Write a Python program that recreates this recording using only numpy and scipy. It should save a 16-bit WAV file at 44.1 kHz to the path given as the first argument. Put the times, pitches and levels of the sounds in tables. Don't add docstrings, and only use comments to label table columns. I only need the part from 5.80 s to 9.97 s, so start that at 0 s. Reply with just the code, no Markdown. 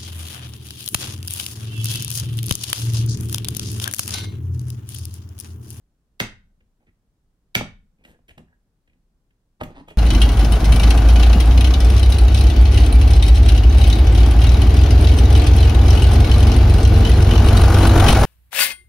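import sys
import numpy as np
from scipy import signal
from scipy.fft import rfft, irfft, next_fast_len
from scipy.io import wavfile

SR = 44100
rng = np.random.default_rng(int(sys.argv[2]) if len(sys.argv) > 2 else 0)


def put_to_file(sound):
    columns = np.atleast_2d(sound).T
    safe = np.clip(columns, -1, 1)
    whole_steps = np.round(safe * 32767)
    wavfile.write(sys.argv[1], SR, whole_steps.astype(np.int16))


N = 184029

# frequency in Hz, relative density in dB.
HUSH_SPECTRUM = [(15, -34.5), (25, 3), (62, -6.5), (86, -19.5), (107, -13), (173, -14), (331, -24),
                 (445, -26.5), (614, -30.5), (1620, -37), (2170, -41.5), (8130, -44.5), (11200, -47),
                 (12500, -48.5), (15500, -49.5)]
HUSH_DB = -65.5

# start in seconds, level in dB,
# tilt in dB per octave, the lid's main flex in Hz, its lift in dB, pitch factor on the other lid modes,
# lag of the ring's rebound in seconds.
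RING_SNAPS = [(0.4005, 7.5, -1.32, 1990, 0, 0.96, 0.0032), (1.7513, 11, -0.38, 2270, 5, 0.94, 0.0022)]
# frequency in Hz, level in dB.
SNAP_COLOUR = [(40, -15), (230, -5), (550, -9), (800, -10.5), (1100, -12.5), (1650, -3.5), (2100, 1),
               (2500, 0), (2950, -3.5), (3500, -3.5), (4600, -12.5), (5800, -15.5), (7400, -19.5),
               (9000, -20.5), (11400, -25), (13000, -19), (15000, -20)]
# frequency in Hz, lift in dB, t60 in seconds.
LID_MODES = [(580, -2.5, 0.025), (850, -4.5, 0.018), (1490, -4, 0.017), (1790, -2, 0.012),
             (2768, -2, 0.015), (3220, -2, 0.012), (3540, -3, 0.006), (4110, -1, 0.013), (4880, -1, 0.0057),
             (6380, 4, 0.0073), (9500, -1.5, 0.0056), (14500, 3.5, 0.012)]
# centre in Hz, spread to either side in Hz,
# lift in dB, t60 in seconds.
WALL_CLUSTERS = [(1475, 90, -8.5, 0.4), (1750, 140, -8, 0.26), (2047, 160, -9, 0.23), (2317, 150, -9, 0.19),
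                 (2753, 190, -9, 0.2), (3160, 130, -8.5, 0.22), (3624, 280, -7, 0.3),
                 (6200, 250, -10, 0.14), (7800, 23, -8.5, 0.27), (14900, 250, -4, 0.11)]
FLEX_T60_S = 0.007
GRIND_S, GRIND_DB = 0.009, -9
REBOUND_DB = -11.5

# frequency in Hz, level in dB.
THUD_COLOUR = [(20, -15), (40, -6), (60, -7.5), (95, -10.5), (135, 0.5), (190, 0.5), (270, -5.5),
               (420, -19), (800, -15), (3000, -62)]
# frequency in Hz, relative level in dB, t60 in seconds.
TABLE_MODES = [(37, -5.5, 0.33), (70, -7.5, 0.14), (117.7, 3.5, 0.14), (144, 4.5, 0.02), (208.5, -1, 0.25),
               (255, 0.5, 0.16), (338, 0, 0.017)]
THUD_LAG_S = 0.0043

# start in seconds, level in dB, tilt in dB per octave,
# chink of the loose ring in dB.
NAIL_TICKS = [(0.805, -34, -5, -59), (1.067, -36, -6, -53), (1.081, -41, -8, -55), (1.091, -46, -6, -57),
              (2.238, -32.5, -0.5, -40.5), (2.249, -20.5, -2, -43), (2.284, -30.5, -6.5, -48),
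              (2.389, -46, -6, -58), (2.481, -32.5, 2, -58), (2.49, -26, -0.5, -51), (2.505, -27, -2, -50),
              (2.578, -22.5, 0, -53), (3.075, -35.5, -3.5, -49.5), (3.096, -41.5, -3.5, -53.5),
              (3.131, -40.5, -3.5, -58), (3.506, -42.5, -3.5, -59), (3.807, -8.5, -5, -48),
              (3.811, -8, -3.5, -48), (3.8331, -12.5, -0.5, -28), (4.082, -26.5, 2, -25),
              (4.103, -22.5, -1, -30)]
# start in seconds, length in seconds,
# scrape drive in dB rms, scrape tilt in dB per octave, central pitch of the rubbed steel in Hz,
# rub drive in dB rms, central pitch of the rubbed body in Hz.
HAND_STROKES = [(0.995, 0.053, -86, 3, 2440, -72, 710), (1.061, 0.039, -68, -6.5, 2090, -76.5, 330),
                (2.173, 0.11, -75, -6, 2300, -70, 392), (2.237, 0.11, -65, 4, 1726, -62.5, 528),
                (2.319, 0.057, -71, -5, 1730, -66, 542), (2.478, 0.046, -61, 1.5, 2900, -60.5, 538),
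                (2.573, 0.039, -71, -6.5, 1910, -50.5, 250), (2.662, 0.1, -73.5, -12.5, 1750, -76, 820),
                (3.795, 0.026, -60, -4, 2390, -56, 790), (3.833, 0.092, -81, 0, 2400, -46.5, 270),
                (3.946, 0.045, -73, -11, 3550, -58, 850), (4.067, 0.066, -59.5, 2, 3090, -52.5, 540)]
# frequency in Hz, level in dB.
NAIL_COLOUR = [(100, 8.5), (600, -6), (1150, -13.5), (1800, 7), (2400, 8), (3200, 2), (4800, -11.5),
               (6200, -13.5), (9500, -14.5), (12500, -18), (14500, -20), (15800, -30)]
# frequency in Hz, relative level in dB, t60 in seconds.
RING_MODES = [(1730, -7.5, 0.13), (2350, -6, 0.11), (2430, 4.5, 0.13), (2900, -3, 0.079), (3125, 4, 0.066),
              (3140, 2.5, 0.073), (3330, 1, 0.08), (3690, -6, 0.08)]
# frequency in Hz, level in dB.
RUB_COLOUR = [(30, 9.5), (95, -9), (150, 0), (240, 4.5), (380, -7), (550, -6), (900, -17.5), (1300, -24.5),
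              (2500, -46), (8000, -51)]
CLUMP_S = 0.011

# start in seconds, body level in dB, tilt in dB per octave,
# pitch factor on the body modes, drive of table and base in dB.
CAN_KNOCKS = [(1.077, -46, -7, 0.59, -37.5), (1.8083, -0.5, -2.5, 0.97, -2.5), (2.249, -30, -5, 0.8, -36.5),
              (2.266, -32, -8, 0.67, -30.5), (2.284, -35.5, 2, 0.77, -36), (2.389, -37.5, -4.5, 0.83, -37),
              (2.579, -23.5, -1, 0.97, -24.5), (2.593, -32, -5.5, 1.23, -20),
              (3.155, -50, -5.5, 0.77, -39.5), (3.811, -2, 0, 1.0, -23), (3.8174, -4, -4, 0.98, -5),
              (3.994, -31, -3, 0.8, -19.5), (4.083, -19, -7, 1.49, -45), (4.109, -17.5, -2, 0.71, -28.5)]
# frequency in Hz, relative level in dB, t60 in seconds.
BODY_MODES = [(409, 0.5, 0.015), (614, 2, 0.032), (833.4, 2, 0.032), (1262, 4, 0.012), (1720, -22.5, 0.065),
              (1924, -10, 0.027)]
# frequency in Hz, relative level in dB, t60 in seconds.
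BASE_MODES = [(165.6, -1.5, 0.22), (254.7, 2, 0.11), (295, -8.5, 0.036)]
ROCK_START_S, ROCK_GAP_S = 3.862, 0.024
ROCK_DB, ROCK_FADE_DB = -34, -1.5
ROCK_TILT, ROCK_THUD_DB = -4, -31.5

# start in seconds, length in seconds, drive in dB rms,
# tilt in dB per octave.
RIM_TEARS = [(3.798, 0.03, -46, 0.5), (3.836, 0.12, -60, 0), (3.935, 0.088, -50.5, 0)]
# frequency in Hz, level in dB.
TEAR_COLOUR = [(100, -9), (250, 6), (450, -4.5), (1000, 2), (1400, -9.5), (2000, -7.5), (3000, -14.5),
               (4500, -20), (6000, -30), (7300, -38), (9000, -30), (11000, -43), (15500, -45)]
# frequency in Hz, level in dB.
PART_COLOUR = [(1000, -12), (6000, 3.5), (10000, -23), (13000, 5), (15500, -1)]
PART_S, PART_DB, PART_T60_S = 3.8335, -24, 0.017

# frequency in Hz, t60 in seconds.
ROOM_T60 = [(60, 0.76), (130, -0.04), (250, 0.22), (700, 0.25), (2000, 0.31), (4000, 0.2743),
            (8000, 0.2251), (15000, 0.13)]
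# frequency in Hz, level in dB.
ROOM_LEVEL = [(50, 9.5), (130, 1.5), (260, 5), (600, -1), (1100, 1), (2100, -6), (3500, -3.5), (6000, 1),
              (9000, 3), (15000, -2.5)]
# frequency in Hz, coherence from 0 to 1.
CHANNEL_LIKENESS = [(50, 0.92), (150, 0.97), (380, 1), (700, 0.65), (1300, 0.077), (16000, 0.023)]
# left delay in seconds, right delay in seconds, level in dB before the wet level.
WALL_ECHOES = [(0.0085, 0.0108, -21), (0.0143, 0.011, -24.5)]
# frequency in Hz, level in dB.
LEFT_LEVEL = [(100, 0.44), (450, -1), (1200, -1.5), (2200, -0.5), (4000, -2), (8500, 3.5), (14000, 0)]
LEFT_LAG_S = 0.00022
EDGE_HZ = 15900


def amp(db):
    return 10 ** (np.asarray(db) / 20)


def unit(x):
    return x / np.sqrt(np.sum(x ** 2) + 1e-20)


def read(points, hz):
    f, value = np.transpose(points)
    return np.interp(np.log(hz + 1), np.log(f + 1), value)


def add(mix, s, sound):
    part = mix[round(s * SR):][:len(sound)]
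    part += sound[:len(part)]


def causal(colour, tilt=0, size=2048):
    hz = abs(np.fft.fftfreq(size, 1 / SR))
    tilt_db = tilt * np.log2(np.maximum(hz, 300) / 1000)
    log_gain = np.log(amp(read(colour, hz) + tilt_db))
    return np.fft.ifft(np.exp(np.conj(signal.hilbert(log_gain)))).real


def click(colour, tilt=0, factor=1):
    return unit(causal([(hz * factor, db) for hz, db in colour], tilt))


def ring(modes, factor=1, tilt=0):
    t = np.arange(SR // 2) / SR
    out = np.zeros(len(t))
    for k, (hz, db, t60) in enumerate(modes):
        decay = amp(db + tilt * np.log2(hz) - 60 * t / t60)
        out += (-1) ** k * decay * np.sin(2 * np.pi * hz * factor * t)
    return unit(out)


def resonance(t, db, t60):
    return amp(db - 60 * t / t60) * 2 * np.log(1000) / (t60 * SR)


def lift(modes):
    t = np.arange(SR // 8) / SR
    response = sum(resonance(t, db, t60) * np.cos(2 * np.pi * hz * t) for hz, db, t60 in modes)
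    response[0] += 1
    return response


def wall(wall_db=0, count=11):
    t = np.arange(SR // 2) / SR
    response = np.zeros(len(t))
    response[0] = 1
    for hz, spread_hz, db, t60 in WALL_CLUSTERS:
        place, phase = rng.random((2, count, 1))
        position = 2 * (np.arange(count)[:, None] + place) / count - 1
        modes_hz = hz + spread_hz * position
        shimmer = np.cos(2 * np.pi * (modes_hz * t + phase)).sum(0)
        response += resonance(t, db + wall_db, t60) * shimmer
    return response


def bend(x, travel_s):
    size = next_fast_len(len(x) + 2048)
    khz = np.fft.rfftfreq(size, 1 / SR) / 1000
    turns = 2 * 1000 * travel_s * np.sqrt(khz)
    return irfft(rfft(x, size) * np.exp(-2j * np.pi * turns), size)[:len(x)]


def slip_run(length, slips_per_s, spread_db, swell, clump_db):
    chance, size, sign, place = rng.random((round(length * SR), 4)).T
    grip = np.interp(np.arange(len(chance)) / (CLUMP_S * SR), np.arange(128), rng.uniform(-1, 1, 128))
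    size_db = spread_db * np.minimum(-np.log(size), np.pi) + clump_db * grip
    slips = (chance < slips_per_s / SR) * amp(size_db) * np.sign(sign - .5)
    return unit(slips * signal.windows.tukey(len(slips), swell)) * np.sqrt(len(slips)), place


def friction(strokes, colour, slips_per_s, spread_db, swell, clump_db, ring_db, t60, wander_octaves, count=9):
    out = np.zeros(N)
    for s, length, db, tilt, hz in strokes:
        slips, place = slip_run(length, slips_per_s, spread_db, swell, clump_db)
        for k, octaves in enumerate(np.linspace(-wander_octaves, wander_octaves, count)):
            slip = amp(ring_db) * ring([(hz * 2 ** octaves, 0, t60)])
            add(slip, 0, click(colour, tilt))
            slips_here = slips * (np.floor(place * count) == k)
            add(out, s, amp(db) * signal.fftconvolve(slips_here, slip))
    return out


def pair(hz, z):
    alike = np.clip(read(CHANNEL_LIKENESS, hz), -1, 1)
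    mid = z[0] * np.sqrt((1 + alike) / 2)
    side = z[1] * np.sqrt((1 - alike) / 2)
    return np.array([mid + side, mid - side])


def hush():
    hz = np.fft.rfftfreq(N, 1 / SR)
    noise = pair(hz, rfft(rng.standard_normal((2, N))))
    air = irfft(noise * amp(read(HUSH_SPECTRUM, hz)), N)
    return amp(HUSH_DB) * air / air.mean(0).std()


def snaps(travel_s=0.003):
    out = np.zeros(N)
    for s, db, tilt, flex_hz, flex_db, factor, rebound_s in RING_SNAPS:
        lid = [(flex_hz, flex_db, FLEX_T60_S)] + [(hz * factor, lift_db, t60) for hz, lift_db, t60 in LID_MODES]
        steel = signal.fftconvolve(lift(lid), wall())
        crack = bend(unit(signal.fftconvolve(click(SNAP_COLOUR, tilt), steel)), travel_s)
        slips = rng.standard_normal(round(GRIND_S * SR))
        grind = unit(slips * np.linspace(0, 1, len(slips)) ** 2)
        add(out, s - GRIND_S, amp(db + GRIND_DB) * signal.fftconvolve(grind, crack))
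        add(out, s, amp(db) * crack)
        add(out, s + rebound_s, amp(db + REBOUND_DB) * crack)
    return out


def thuds(push_db=-7, table_db=-9, factor=0.895, travel_s=0.0032):
    out = np.zeros(N)
    for s, db, *_ in RING_SNAPS:
        add(out, s + THUD_LAG_S, amp(db + push_db) * click(THUD_COLOUR, 0, factor))
        add(out, s + THUD_LAG_S, amp(db + table_db) * ring(TABLE_MODES))
    return bend(out, travel_s)


def nails(travel_s=0.0016, skid_t60=0.022, skid_rise_s=0.0034, tap_db=-7):
    scrapes = [(s, length, db, tilt, hz) for s, length, db, tilt, hz, _, _ in HAND_STROKES]
    out = friction(scrapes, NAIL_COLOUR, slips_per_s=880, spread_db=2.5, swell=0.58, clump_db=6.5,
                   ring_db=0.0, t60=0.03, wander_octaves=0.13)
    t = np.arange(1024) / SR
    skid_shape = np.minimum(t / skid_rise_s, 1) * amp(-60 * t / skid_t60)
    for s, db, tilt, _ in NAIL_TICKS:
        skid = unit(rng.standard_normal(len(t)) ** 3 * skid_shape)
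        skid[0] += amp(tap_db)
        add(out, s, amp(db) * signal.fftconvolve(skid, click(NAIL_COLOUR, tilt)))
    out = signal.fftconvolve(out, wall(wall_db=-19))[:N]
    for s, _, _, chink_db in NAIL_TICKS:
        add(out, s, amp(chink_db) * ring(RING_MODES))
    return bend(out, travel_s)


def rubs(tilt=1.5):
    shifts = [(s, length, db, tilt, hz) for s, length, _, _, _, db, hz in HAND_STROKES]
    return friction(shifts, RUB_COLOUR, slips_per_s=910, spread_db=2.5, swell=0.42, clump_db=4.5,
                    ring_db=-4.5, t60=0.016, wander_octaves=0.28)


def knocks(travel_s=0.000998, table_db=-4, base_db=-1):
    out = np.zeros(N)
    thud = amp(table_db) * ring(TABLE_MODES) + amp(base_db) * ring(BASE_MODES)
    for s, db, tilt, factor, thud_db in CAN_KNOCKS + rocking():
        add(out, s, amp(db) * bend(ring(BODY_MODES, factor, tilt), travel_s))
        add(out, s, amp(thud_db) * thud)
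    return out


def rocking(count=3):
    return [(ROCK_START_S + k * ROCK_GAP_S, ROCK_DB + k * ROCK_FADE_DB, ROCK_TILT, 1, ROCK_THUD_DB)
            for k in range(count)]


def tearing(cracks_per_s=2600, spread_db=3.5, swell=0.6, clump_db=2.5, travel_s=0.0014):
    out = np.zeros(N)
    for s, length, db, tilt in RIM_TEARS:
        cracks, _ = slip_run(length, cracks_per_s, spread_db, swell, clump_db)
        crack = unit(signal.fftconvolve(click(TEAR_COLOUR, tilt), lift(LID_MODES)))
        add(out, s, amp(db) * signal.fftconvolve(cracks, crack))
    t = np.arange(2048) / SR
    burst = unit(rng.standard_normal(len(t)) * t * amp(-60 * t / PART_T60_S))
    add(out, PART_S, amp(PART_DB) * signal.fftconvolve(burst, click(PART_COLOUR)))
    return bend(out, travel_s)


def room(x, wet_db, build_s=0.0059):
    noise = rng.standard_normal((2, SR * 3 // 4))
    hz, t, z = signal.stft(noise, SR, nperseg=512)
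    t60 = read(ROOM_T60, hz)[:, None]
    even_energy = np.sqrt(2 * np.log(1000) / (t60 * SR))
    fade = amp(read(ROOM_LEVEL, hz)[:, None] - 60 * t / t60) * even_energy
    tail = signal.istft(pair(hz[:, None], z) * fade, SR, nperseg=512)[1]
    build = np.minimum(np.arange(tail.shape[1]) / (build_s * SR), 1) ** 2
    paths = amp(wet_db) * tail * build
    paths[[0, 1], [round(LEFT_LAG_S * SR), 0]] += 1
    for left_s, right_s, db in WALL_ECHOES:
        paths[[0, 1], [round(left_s * SR), round(right_s * SR)]] += amp(db + wet_db)
    paths[0] = signal.fftconvolve(paths[0], causal(LEFT_LEVEL))[:paths.shape[1]]
    return signal.fftconvolve(x[None], paths, axes=1)[:, :N]


def scene():
    steel = room(snaps(), wet_db=1.0) + room(nails(), wet_db=-4.0) + room(tearing(), wet_db=-2.0)
    wood_and_body = room(thuds(), wet_db=-6.5) + room(knocks() + rubs(), wet_db=-5.5)
    return hush() + steel + wood_and_body


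def record(dry):
    heard = signal.sosfilt(signal.butter(1, 15, "high", fs=SR, output="sos"), dry)
    band_limit = signal.firwin(511, EDGE_HZ, window=("kaiser", 9), fs=SR)
    return signal.oaconvolve(heard, band_limit[None], "same")


dry = scene()
out = record(dry)
put_to_file(out)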